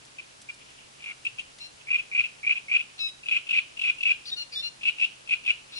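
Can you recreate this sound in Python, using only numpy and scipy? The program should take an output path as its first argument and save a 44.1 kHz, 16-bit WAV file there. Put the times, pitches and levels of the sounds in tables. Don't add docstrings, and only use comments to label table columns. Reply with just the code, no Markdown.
import sys
import numpy as np
from scipy import signal
from scipy.fft import rfft, irfft
from scipy.io import wavfile

SR = 44100
rng = np.random.default_rng(int(sys.argv[2]) if len(sys.argv) > 2 else 0)


def store_pcm(level_fs):
    pcm = np.round(np.clip(level_fs, -1, 1) * 32767).astype(np.int16)
    wavfile.write(sys.argv[1], SR, np.atleast_2d(pcm).T)


N = 255735
TIME = np.arange(N) / SR
FREQS = np.fft.rfftfreq(2 * N, 1 / SR)


def from_db(db):
    return 10 ** (np.asarray(db) / 20)


def unit_rms(x):
    return x / np.sqrt(np.mean(x ** 2) + 1e-20)


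def at_hz(table, hz, column=1):
    table = np.array(table)
    return np.interp(np.log(hz + 1e-3), np.log(table[:, 0]), table[:, column])


def filtered(x, response):
    return irfft(rfft(x, 2 * N) * response)[..., :N]


def noise(response):
    return unit_rms(filtered(rng.standard_normal(N), response))


def coloured(spectrum):
    return noise(from_db(at_hz(spectrum, FREQS)))


def band(hz, width_oct):
    return noise(np.exp(-(np.log2((FREQS + 1) / hz) / width_oct) ** 2 / 2))


def drift(rate_hz):
    return noise(1 / (1 + (FREQS / rate_hz) ** 2))


def hiss(mid_db=-55.5, side_db=-55):
    # frequency in Hz, relative noise density in dB.
    mid_spectrum = [(15, -18), (25, -6), (101, -5), (134, -7), (202, -5), (267, -6), (1300, -10),
                    (1400, -10), (5120, -8.5), (11000, -15), (14300, -104), (22000, -120)]
    side_spectrum = [(15, -47), (25, -13), (107, -15), (202, -7.5), (619, -3.5), (759, -4.5), (884, -3.5),
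                     (7320, -13), (11000, -37), (14300, -71), (22000, -120)]
    mid = from_db(mid_db) * coloured(mid_spectrum)
    side = from_db(side_db) * coloured(side_spectrum)
    return np.array([mid + side, mid - side])


def hum(hz=133.7, db=-68, waver_hz=1.7, waver_db=2):
    gain = from_db(db + waver_db * drift(35))
    return gain * np.sin(2 * np.pi * np.cumsum(hz + waver_hz * drift(1.57)) / SR)


def far_warblers(db=-63, hz=2700, width_oct=0.25, chatter_hz=16, chatter_db=5):
    gain = from_db(db + chatter_db * drift(chatter_hz))
    return gain * np.array([band(hz, width_oct), band(hz, width_oct)])


def hull(tube_hz=116, width_s=0.024):
    # centre time in seconds, peak level in dB.
    nudges = [(1.321, -60), (2.21, -56.5)]
    out = np.zeros(N)
    for centre_s, db in nudges:
        t = TIME - centre_s
        out += from_db(db) * np.exp(-(t / width_s) ** 2 / 2) * np.sin(2 * np.pi * tube_hz * t)
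    return out


def drips(decay_s=0.0083, width_oct=0.84):
    # start in seconds, level in dB, band centre in Hz.
    ticks = [(0.051, -51.5, 6200), (0.416, -44.5, 5840), (0.542, -50.5, 5635), (0.704, -51, 5600),
             (1.249, -46.5, 5670), (1.393, -48, 5170), (1.585, -44.5, 3780)]
    out = np.zeros(N)
    for start_s, db, hz in ticks:
        decay = (TIME > start_s) * np.exp(-np.abs(TIME - start_s) / decay_s)
        out += from_db(db) * decay * band(hz, width_oct)
    return out


def reeds(x, near_db=-14, near_t60_s=0.1, far_db=-19, far_t60_s=0.47, build_s=0.0052):
    impulse = 0
    for db, t60_s in ((near_db, near_t60_s), (far_db, far_t60_s)):
        envelope = np.exp(-np.log(1000) * TIME / t60_s) * (1 - np.exp(-TIME / build_s))
        echoes = rng.standard_normal((2, N)) * envelope
        impulse += from_db(db) * unit_rms(echoes) / np.sqrt(N)
    return filtered(x, rfft(impulse, 2 * N))


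def from_the_left(x):
    # frequency in Hz, left phase lead in radians, left minus right in dB.
    bearing = [(2330, 1.93, 0.5), (2720, 2.34, 2.5), (2780, 3.5, 5.5), (3374, 1.37, -1), (4330, 3.72, 7),
               (5000, 5.73, 2)]
    lead_rad, louder_db = at_hz(bearing, FREQS), at_hz(bearing, FREQS, column=2)
    left = from_db(louder_db / 2) * np.exp(0.5j * lead_rad)
    return filtered(x, np.array([left, 1 / left]))


def whistles(edge_s=0.024, scatter=0.132, droop=0.022, droop_s=0.004, waver_db=1.2, harmonics=8):
    # start and end in seconds, start and end pitch in Hz,
    # level in dB, tilt in dB per octave, roughness from 0 to 1.
    notes = [ (1.596, 1.682, 1363, 1386, -41, 3, 0.11), (2.977, 3.025, 1420, 1363, -40, 1, 0.65),
             (2.989, 3.085, 1319, 1290, -34, 0.5, 0.02), (3.07, 3.109, 1288, 1270, -42.5, 10.5, .1),
             (4.249, 4.316, 1483, 1447, -37, 5.5, 0.51), (4.312, 4.352, 1863, 1867, -34.5, 1.5, 0.11),
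             (4.36, 4.441, 1454, 1402, -31, 1.5, 0.11), (4.517, 4.564, 2360, 2390, -34, 3.5, 0.43),
             (4.547, 4.62, 1763, 1803, -33, 4.5, 0.13), (4.62, 4.696, 1378, 1412, -31.5, 1, 0.12),
             (5.711, 5.806, 1356, 1388, -46.5, -6, 0.58), (5.749, 5.83, 1392, 1389, -35, 6, 0.22)]
    # frequency in Hz, gain in dB.
    throat = [(1350, -22.5), (1800, -18.5), (2300, -8), (2620, 4), (3200, -17.5), (3700, 11), (4250, -3),
              (4700, 1), (5300, -10.5), (6400, -25.5), (8600, -45), (10400, -25.5), (11500, -50)]
    out, shake = np.zeros(N), drift(466)
    wavers_db = [waver_db * drift(70) for _ in range(harmonics)]
    for start_s, end_s, start_hz, end_hz, db, tilt_db_per_oct, roughness in notes:
        on = (TIME > start_s) & (TIME < end_s)
        t = TIME[on]
        glide_hz = np.interp(t, [start_s, end_s], [start_hz, end_hz])
        sag = droop * np.exp((t - end_s) / droop_s)
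        hz = glide_hz * np.exp(scatter * roughness * shake[on] - sag)
        phase = 2 * np.pi * np.cumsum(hz) / SR
        swell = np.sin(np.pi / 2 * np.clip(np.minimum(t - start_s, end_s - t) / edge_s, 0, 1))
        for k, wander_db in enumerate(wavers_db, 1):
            colour_db = at_hz(throat, k * hz) + tilt_db_per_oct * np.log2(k * hz / 3700)
            out[on] += swell * from_db(db + colour_db + wander_db[on]) * np.sin(k * phase)
    return out


def puff_run(start_s, end_s, db, swell_db, gap_s=0.0105):
    count = 1 + round((end_s - start_s) / gap_s)
    progress = np.linspace(1, 0, count)[::-1]
    return start_s + progress * (end_s - start_s), db - swell_db * (1 - progress)


def syllable(times_s, levels_db, start_hz, end_hz, rasp_db):
    pitches_hz = np.interp(times_s, times_s[[0, -1]], [start_hz, end_hz])
    return np.column_stack([times_s, levels_db, pitches_hz, np.full(len(times_s), rasp_db)])


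def chip(start_s, end_s, db, start_hz, end_hz, rasp_db):
    return syllable(*puff_run(start_s, end_s, db, swell_db=1.5), start_hz, end_hz, rasp_db)


def croak(at_s, db, stretch, start_hz=2345, end_hz=2545, rasp_db=-21.5, fray_db_per_s=64):
    # start and end in seconds from at_s before stretching, relative end level in dB,
    # swell in dB.
    beats = [(-0.034, -0.017, -12.5, 4.5), (0.002, 0.011, -2.5, 1.5), (0.03, 0.043, 0, 2.5),
             (0.057, 0.058, -0.5, 0), (0.092, 0.11, -10, 0.5)]
    runs = [puff_run(from_s, to_s, db + end_db, swell_db) for from_s, to_s, end_db, swell_db in beats]
    offsets_s, levels_db = np.concatenate(runs, axis=1)
    frayed_db = rasp_db + fray_db_per_s * offsets_s
    return syllable(at_s + stretch * offsets_s, levels_db, start_hz, end_hz, frayed_db)


def rattle(start_s, end_s, lead_gap_s, db, start_hz, end_hz, rasp_db, accent_db=3.5, scratch_db=8.5):
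    run_s, run_db = puff_run(start_s, end_s, db, swell_db=0)
    run_db[-1] += accent_db
    ahead_s = lead_gap_s * np.arange(3, 0, -1)
    lead_db = db - 13 * (ahead_s / (end_s - start_s)) ** 1.5
    times_s, levels_db = np.r_[start_s - ahead_s, run_s], np.r_[lead_db, run_db]
    return syllable(times_s, levels_db, start_hz, end_hz, rasp_db + scratch_db * (times_s < start_s))


def song():
    # time in seconds, level in dB, stretch factor.
    croaks = [(1.905, -17, 0.9), (2.15, -15.5, 0.99), (2.467, -15.5, .99), (2.715, -14.5, .86)]
    # run start, run end and lead-in gap in seconds, level in dB, start and end pitch in Hz,
    # relative rasp in dB.
    rattles = [ (1.061, 1.112, 0.018, -32.5, 2510, 2272, -13.5),
               (3.314, 3.369, 0.026, -19, 2613, 2482, -15), (3.532, 3.587, 0.02, -19, 2590, 2473, -14.5),
               (3.839, 3.899, 0.022, -20, 2737, 2461, -14), (4.056, 4.114, 0.023, -18.5, 2740, 2479, -15),
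               (4.857, 4.889, 0.021, -19.5, 2550, 2588, -12.5),
               (5.016, 5.045, 0.016, -19, 2566, 2669, -13.5), (5.31, 5.337, 0.017, -20, 2660, 2512, -15),
               (5.48, 5.507, 0.0145, -19, 2614, 2521, -14)]
    # start and end in seconds, level in dB, start and end pitch in Hz, relative rasp in dB.
    chips = [(0.188, 0.197, -32, 2435, 2414, -16), (0.491, 0.499, -29.5, 2403, 2344, -17),
             (1.254, 1.268, -24, 2500, 2676, -13), (1.388, 1.396, -28, 2543, 2730, -7)]
    puffs = np.vstack([croak(*row) for row in croaks]
                      + [rattle(*row) for row in rattles]
                      + [chip(*row) for row in chips])
    return puffs[np.argsort(puffs[:, 0])]


def puff_train(times_s, levels_db, hz, width_s=0.0029, spread_s=0.0004, spread_db=1, spread_hz=35):
    tone, power = np.zeros(N), np.zeros(N)
    for at_s, db in zip(times_s, levels_db):
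        start_cycles, detune, late, strong = rng.standard_normal(4)
        span = slice(int((at_s - 0.012) * SR), int((at_s + 0.012) * SR))
        puff_s = width_s * np.exp(0.011 * (db + 20))
        age = (TIME[span] - at_s - spread_s * late) / puff_s
        steepness = np.where(age < 0, 4, 2.5)
        puff = from_db(db + spread_db * strong) * np.exp(-np.abs(age) ** steepness / 2)
        cycles = start_cycles + np.cumsum(hz[span] + spread_hz * detune) / SR
        tone[span] += puff * np.sin(2 * np.pi * cycles)
        power[span] += puff ** 2
    return tone, np.sqrt(power)


def turbulence(flow, rasp_db, trim_db=-3, leak_db=-6, smooth_hz=14):
    # frequency in Hz, relative noise density in dB.
    spectrum = [(1000, -50), (1350, -22), (1850, -84), (2150, 2.5), (2800, 16.5), (3400, 3), (3800, -2),
                (4300, -4.5), (4800, -15.5), (5300, -11.5), (6300, -20), (8200, -20), (11000, -24.5)]
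    leak = np.abs(filtered(flow, np.exp(-(FREQS / smooth_hz) ** 2 / 2)))
    return (flow + from_db(leak_db) * leak) * from_db(rasp_db + trim_db) * coloured(spectrum)


def growl(flow, rasp_db, pitch_hz, base_db=-22, slack_hz=2500, slack_db_per_oct=85):
    level_db = base_db + 0.82 * rasp_db + slack_db_per_oct * np.log2(slack_hz / pitch_hz)
    return flow * from_db(level_db) * band(hz=1420, width_oct=0.27)


def syrinx(jitter_hz=85, rebound_s=0.005, rebound_db=-2.5, tone_db=1, flutter=0.2, throat_hz=2020):
    times_s, levels_db, pitches_hz, rasps_db = song().T
    glide_hz, rasp_db = np.interp(TIME, times_s, pitches_hz), np.interp(TIME, times_s, rasps_db)
    times_s, levels_db = np.r_[times_s, times_s + rebound_s], np.r_[levels_db, levels_db + rebound_db]
    tone, flow = puff_train(times_s, levels_db, glide_hz + jitter_hz * drift(500))
    tone *= from_db(tone_db) * (1 + flutter * band(hz=240, width_oct=0.45))
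    tone = signal.sosfilt(signal.butter(8, throat_hz, "high", fs=SR, output="sos"), tone)
    return tone, turbulence(flow, rasp_db) + growl(flow, rasp_db, glide_hz)


def scene(tone_send_db=-2, rasp_send_db=10, whistle_send_db=2):
    tone, rasp = syrinx()
    squeaks = whistles()
    direct = from_the_left(tone + rasp + squeaks)
    scattered = reeds(from_db(tone_send_db) * tone + from_db(rasp_send_db) * rasp
                      + from_db(whistle_send_db) * squeaks)
    return direct + scattered + far_warblers() + drips() + hull() + hiss() + hum()


def record(dry, cutoff_hz=11200):
    return signal.sosfilt(signal.ellip(10, 0.3, 60, cutoff_hz, fs=SR, output="sos"), dry)


dry = scene()
out = record(dry)
store_pcm(out)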